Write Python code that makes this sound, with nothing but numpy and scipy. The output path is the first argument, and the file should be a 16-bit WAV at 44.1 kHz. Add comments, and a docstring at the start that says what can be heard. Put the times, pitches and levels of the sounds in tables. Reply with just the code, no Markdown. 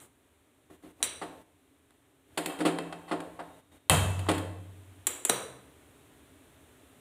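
"""A knob clicks over steady background noise, metal knocks on a gas stove, a lighter snaps and gas catches.
Contacts: banded blows with a short noise rattle, ringing decaying sines of the parts touched, in a hard kitchen.
Before the catch: a faint whistle of resonant noise. The catch: fluttering noise and two low sines, the case's boom.
Then the knob is turned down. A phone microphone is close by; the whole sound sinks in quiet stretches."""
import sys
import numpy as np
from scipy import signal
from scipy.fft import rfft, irfft
from scipy.io import wavfile

SR = 44100
rng = np.random.default_rng(int(sys.argv[2]) if len(sys.argv) > 2 else 0)


def file_out(sig):
    """Save sig as 16-bit WAV at sys.argv[1]."""
    # one column per channel
    cols = np.atleast_2d(sig).T
    # limit, then scale
    lim = np.clip(cols, -1, 1)
    pcm = np.round(lim * 32767).astype(np.int16)
    wavfile.write(sys.argv[1], SR, pcm)


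N = 308832
TIME_S = np.arange(N) / SR


def from_db(db):
    """Amplitude gain of a level in dB."""
    return 10 ** (np.asarray(db) / 20)


def level_at_all_times(curve):
    """Level curve interpolated linearly in dB at every sample."""
    times_s, levels_db = np.transpose(curve)
    return np.interp(TIME_S, times_s, levels_db)


def at_hz(points, hz):
    """Spectrum interpolated on a log-frequency axis."""
    points_hz, values = np.transpose(points)
    return np.interp(np.log(np.maximum(hz, 1)), np.log(points_hz), values)


def band(x, low_hz, high_hz):
    """Butterworth band-pass."""
    sos = signal.butter(2, [low_hz, high_hz], "band", fs=SR, output="sos")
    return signal.sosfilt(sos, x)


def coloured(spectrum):
    """Gaussian noise shaped to a spectrum, rms 1."""
    gain = from_db(at_hz(spectrum, np.fft.rfftfreq(N, 1 / SR)))
    noise = irfft(rfft(rng.standard_normal(N)) * gain, N)
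    return noise / np.std(noise)


def ring(x, hz, t60_s):
    """Two-pole resonator: a unit click starts a decaying sine of initial height 1."""
    radius = from_db(-60 / (max(t60_s, .002) * SR))
    w = 2 * np.pi * hz / SR
    denominator = [1, -2 * radius * np.cos(w), radius * radius]
    return signal.lfilter([0, np.sin(w)], denominator, x + 1e-18)  # offset avoids denormals


# contact bands, top to bass: (low edge [Hz], high edge [Hz])
CONTACT_BANDS = [(10500, 15500), (6700, 10500), (1600, 4700), (480, 1600), (240, 480)]


def coloured_by(source, levels_db):
    """One source row per contact band, each with the energy of its level held for 10 ms."""
    total = 0
    for row, edges_hz, db in zip(source, CONTACT_BANDS, levels_db):
        part = band(band(row, *edges_hz), *edges_hz)
        total = total + from_db(db) * part / np.sqrt(np.sum(part ** 2) / (SR / 100))
    return total


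def struck(events, *parts):
    """A contact's blow rings the parts and fills the room; close by, a rattle stands in for the blow."""
    rattle, blows, drives = np.zeros(N), np.zeros(N), np.zeros((len(parts), N))
    t = np.arange(SR // 5) / SR
    click = np.tile(1. * (t == 0), (len(CONTACT_BANDS), 1))
    for time_s, *row in events:
        levels_db, rattle_s, rings_db = row[:5], max(row[5], .0005), row[6:]
        shape = np.exp(-t / rattle_s) * (1 - np.exp(-t / (0.33 * rattle_s)))  # long contacts set in softly
        blow = coloured_by(click, levels_db)
        start = round(time_s * SR)
        span = slice(start, start + len(t))
        rattle[span] += coloured_by(shape * rng.standard_normal((5, len(t))), levels_db)
        blows[span] += blow
        drives[:, span] += from_db(rings_db)[:, None] * blow
    rings = np.zeros(N)
    for drive, modes in zip(drives, parts):
        for hz, db, t60_s in modes:
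            rings += from_db(db) * ring(drive, hz, t60_s)
    return np.array([rattle + rings, blows + rings])  # direct, into the room


# steady background: (frequency [Hz], relative density [dB per Hz])
BACKGROUND = [(15, -36), (25, -28), (80, 3), (200, -12.5), (277, 2.5), (354, -7), (405, -2.5), (503, -12.5),
              (607, -9), (796, -13.5), (3720, -20), (4870, -33), (8830, -20.5), (14800, -30),
              (16000, -26.5)]
BACKGROUND_RMS_DB = -58.5


def background():
    """Steady kitchen background as stationary coloured noise."""
    return from_db(BACKGROUND_RMS_DB) * coloured(BACKGROUND)


# knob contacts, and a faint bright noise just before the last:
# (time [s], level [dB], top over level [dB], clack over level [dB], rattle decay [s],
#  valve ring gain [dB], catch ring gain [dB])
KNOB_SOUNDS = [(0.002, -51.5, -8, -9, 0.038, -11, -34), (1.028, -26, -14.5, -19, 0.017, -0.4, -12.5),
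               (5.069, -26, -6.5, -17, 0.0044, -10, 0), (5.077, -44.5, -8, -1, 0.0015, -19, 2),
               (5.25, -27, -12, -15.5, 0.003, -24, -0.8), (5.293, -40, 6.5, -0.5, 0.0029, -15, -17),
               (5.297, -26, -20, -6.5, 0.0045, 2, -28)]
# valve stem modes: (frequency [Hz], gain [dB], t60 [s])
VALVE_MODES = [(129.3, -18.5, 1), (187, -36, 0.47), (649, -27, 0.0078), (3700, -29, 0.004),
               (3988, -14, 0.023), (4600, -17.5, 0.0091), (5830, -9, 0.016), (5500, -18, 0.005),
               (8520, -22.5, 0.0076), (9500, -18, 0.0031)]
# knob's spring catch modes: (frequency [Hz], gain [dB], t60 [s])
CATCH_MODES = [(3500, -24, .006), (7300, -22, .008), (7700, -26, .008), (8050, -26, .015),
               (10950, -26, .01)]
KNOB_MID_OVER_LEVEL_DB, KNOB_BASS_OVER_CLACK_DB = -11.5, -2.5


def knob_sounds():
    """Clicks and clacks ringing valve stem and spring catch; a faint bright noise precedes the last."""
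    events = []
    for time_s, db, top_db, clack_db, rattle_s, valve_db, catch_db in KNOB_SOUNDS:
        low_mid_db = db + clack_db
        levels_db = (db + top_db, db, db + KNOB_MID_OVER_LEVEL_DB,
                     low_mid_db, low_mid_db + KNOB_BASS_OVER_CLACK_DB)
        events.append((time_s, *levels_db, rattle_s, valve_db, catch_db))
    return struck(events, VALVE_MODES, CATCH_MODES)


# room decay: (frequency [Hz], t60 [s])
ROOM_DECAY = [(100, 0.97), (400, 0.74), (1500, 0.63), (4000, 0.51), (9000, 0.53), (15000, 0.4)]


def kitchen(x):
    """Dense echoes building up in a few ms, each half octave dying at its own rate; energy 1."""
    t = np.arange(SR) / SR
    edges_hz = 60 * 2 ** np.arange(0, 8.6, .5)
    white = rng.standard_normal((2, SR))
    tail = np.zeros(SR)
    for k, (low_hz, high_hz) in enumerate(zip(edges_hz, edges_hz[1:])):
        t60_s = at_hz(ROOM_DECAY, np.sqrt(low_hz * high_hz))
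        tail += band(white[k % 2], low_hz, high_hz) * from_db(-60 * t / t60_s)
    tail *= 1 - np.exp(-t / 0.002)
    return signal.fftconvolve(x, tail / np.sqrt(np.sum(tail ** 2)))[:N]


# microphone port notch and resonance: (frequency [Hz], width [Hz], gain [dB])
PORT = [(5226, 5000, -4), (9240, 830, 2)]
BASS_CUT_HZ = 35


def microphone(x):
    """Bass roll-off, then peaking filters for the port's notch and resonance."""
    x = signal.sosfilt(signal.butter(2, BASS_CUT_HZ, "high", fs=SR, output="sos"), x)
    for hz, width_hz, db in PORT:
        w, gain_root = 2 * np.pi * hz / SR, from_db(db / 2)
        alpha = np.pi * width_hz / SR
        zeros = [1 + alpha * gain_root, -2 * np.cos(w), 1 - alpha * gain_root]
        poles = [1 + alpha / gain_root, -2 * np.cos(w), 1 - alpha / gain_root]
        x = signal.lfilter(zeros, poles, x)
    return x


# quiet stretches: (sinking starts [s], back in full [s], duration of return [s])
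QUIET_STRETCHES = [(0.06, 0.704, 0.0026), (0.754, 0.828, 0.0038), (0.911, 1.007, 0.052),
                   (1.418, 2.373, .12), (3.599, 3.721, .01), (3.773, 3.899, 0.0034)]
HUSH_DB, HUSH_SINK_S = -7.5, 0.018


def hush():
    """Gain that sinks quickly in each quiet stretch and is back at its end."""
    depth = np.zeros(N)
    for start_s, end_s, return_s in QUIET_STRETCHES:
        sinking, returning = (TIME_S - start_s) / HUSH_SINK_S, (end_s - TIME_S) / return_s
        depth += np.clip(np.minimum(sinking, returning), 0, 1)
    return from_db(HUSH_DB * depth)


# lighter, hand and pan support knocks: (time [s], level [dB], softness [0-1], thud over level [dB],
#                                        rattle decay [s], pot ring gain [dB])
KNOCK_CONTACTS = [(0.698, -57, 0.9, 3.5, 0.0079, -24.5), (0.835, -56, 0.6, 5, 0.035, -6.5),
                  (1.004, -48, 1, -10, 0.063, -9), (1.215, -35.5, 0.68, -6, 0.02, -37),
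                  (1.906, -63, 0.15, -11, .002, -18), (2.374, -31.5, 0.26, -3.5, 0.0089, -25),
                  (2.459, -39.5, 0.02, 1.2, 0.0035, 1), (2.498, -38, 1, -18, 0.056, 21.5),
                  (2.587, -46, 0.28, 4.5, 0.013, -14), (2.604, -34, 0.54, 3, 0.011, -4),
                  (2.651, -26.5, 0.45, 1, 0.021, 6), (2.786, -35, 0.56, -2, 0.0021, 8.5),
                  (2.925, -40, 0.66, -7.5, 0.0044, 10.5), (3.08, -43, 0.6, -18, 0.037, 4.5),
                  (3.112, -28, 0.85, -4, 0.016, -4), (3.203, -46.5, 0.38, -24, 0.003, -16),
                  (3.391, -36.5, 1, -12.5, 0.016, -9), (3.712, -74, 0.7, 11, 0.034, -19),
                  (3.76, -72, .45, -3, 0.021, -32), (4.191, -48, 0.16, -3, 0.0051, -11),
                  (4.266, -41, .95, -17, 0.0032, -22), (4.286, -24, 0.52, -2.4, 0.013, -19),
                  (4.314, -36.5, 0.3, 2, 0.0032, -29), (4.335, -44, 0.24, -27, 0.015, 17),
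                  (4.378, -47, 0.09, -30, 0.0068, -20)]
# hard metal knock over its level, top to low-mid: (band level [dB])
HARD_KNOCK = [-2.5, 4.5, 5.5, 0]
# change for a fully soft contact, top to low-mid: (band level [dB])
SOFT_LOSS = [-45.5, -28, -19, -2]
# steel top and pan support modes: (frequency [Hz], gain [dB], t60 [s])
STOVE_MODES = [(97, -35.5, 1), (169.2, -27, 0.46), (280.4, -53, 0.34), (312.4, -41, 0.25), (385, -49, 0.17),
               (484.4, -52, 0.18), (539, -46.5, 0.17), (633, -44.5, 0.12), (702, -44.5, 0.32),
               (775, -42.5, 0.16), (886, -50, 0.32), (1108, -37.5, 0.029), (1500, -59.5, .06),
               (2007, -38.5, 0.046), (4374, -35, 0.016)]
# thin pot wall modes: (frequency [Hz], gain [dB], t60 [s])
POT_MODES = [(2642, -58, .9), (2649, -64, .7), (2859, -58, .25), (3182, -51, .25), (3790, -60, .2)]
STOVE_RING_GAIN_DB = -1.5


def knocks():
    """Softer contacts lose treble; all ring the steel top at the same gain."""
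    events = []
    for time_s, db, softness, thud_db, rattle_s, pot_db in KNOCK_CONTACTS:
        upper_db = db + np.add(HARD_KNOCK, softness * np.array(SOFT_LOSS))
        events.append((time_s, *upper_db, db + thud_db, rattle_s, STOVE_RING_GAIN_DB, pot_db))
    return struck(events, STOVE_MODES, POT_MODES)


# faint thin whistle: (time [s], level [dB])
WHISTLE_LEVEL = [(3.3, -100), (3.45, -77), (3.89, -73), (3.9, -100)]
WHISTLE_HZ, WHISTLE_T60_S = 3720, .06


def whistle():
    """Noise through a narrow resonance."""
    tone = ring(rng.standard_normal(N), WHISTLE_HZ, WHISTLE_T60_S)
    return from_db(level_at_all_times(WHISTLE_LEVEL)) * tone / np.std(tone)


# lighter hammer: (time [s], top [dB], treble [dB], upper-mid [dB], low-mid [dB], bass [dB],
#                  rattle decay [s], stove ring gain [dB], pot ring gain [dB])
HAMMER_SNAPS = [(3.897, -28, -17, -19, -24, -37, 0.0009, -0.5, 11)]


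def lighter_snap():
    """The hammer's very short bright blow rings stove and pot."""
    return struck(HAMMER_SNAPS, STOVE_MODES, POT_MODES)


# gas cloud burning off: (time [s], level [dB])
PUFF_LEVEL = [(3.899, -91.5), (3.905, -29), (3.93, -23.5), (3.99, -31), (4.06, -36.5), (4.2, -47),
              (4.4, -49), (4.6, -80)]
# puff spectrum: (frequency [Hz], relative density [dB per Hz])
PUFF_SPECTRUM = [(30, -43.5), (60, 1), (110, -2), (170, 2.5), (320, -13.5), (650, -8), (1100, -10),
                 (2400, -24), (3000, -17), (4200, -26.5), (5200, -36), (6900, -23), (9000, -25.5),
                 (15000, -39)]
FLUTTER_RMS_DB = 1.3


def puff():
    """The flame front rushes round the burner: noise whose level flutters at 6.7-130 Hz."""
    flutter = band(rng.standard_normal(N), 6.7, 130)
    flutter_db = FLUTTER_RMS_DB * flutter / np.std(flutter)
    return from_db(level_at_all_times(PUFF_LEVEL) + flutter_db) * coloured(PUFF_SPECTRUM)


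# hollow case modes: (frequency [Hz], gain [dB])
CASE_MODES = [(94, 2), (104, -9.5)]
BOOM_START_S, BOOM_RISE_S = 3.9, .004
BOOM_DB = -29.5  # rms of a 0 dB mode before decay
BOOM_FALL_DB_PER_S, BOOM_FALL_DB_PER_S2 = 17, 10.5


def boom():
    """The puff sets the case booming: low sines with an accelerating dB decay."""
    t = np.maximum(TIME_S - BOOM_START_S, 0)
    modes = sum(from_db(db) * np.sin(2 * np.pi * hz * t) for hz, db in CASE_MODES)
    level_db = BOOM_DB - BOOM_FALL_DB_PER_S * t - BOOM_FALL_DB_PER_S2 * t ** 2
    return np.sqrt(2) * from_db(level_db) * (1 - np.exp(-t / BOOM_RISE_S)) * modes


CONTACT_ROOM_DB, PUFF_ROOM_DB = -5, -11


def scene():
    """Mix of all sources, direct and from the room, under the hush gain."""
    direct, into_room = knob_sounds() + knocks() + lighter_snap()
    contacts = microphone(direct + from_db(CONTACT_ROOM_DB) * kitchen(into_room))
    burst = puff()
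    ignition = burst + from_db(PUFF_ROOM_DB) * kitchen(burst) + boom()
    mix = background() + contacts + whistle() + ignition
    return (mix * hush())[None]


CUTOFF_HZ = 16300


def record(dry):
    """Tanh rounds the peaks; a steep low-pass cuts the top."""
    rounded = .9 * np.tanh(dry / .9)
    return signal.sosfilt(signal.cheby2(12, 60, CUTOFF_HZ, fs=SR, output="sos"), rounded)


dry = scene()
out = record(dry)
file_out(out)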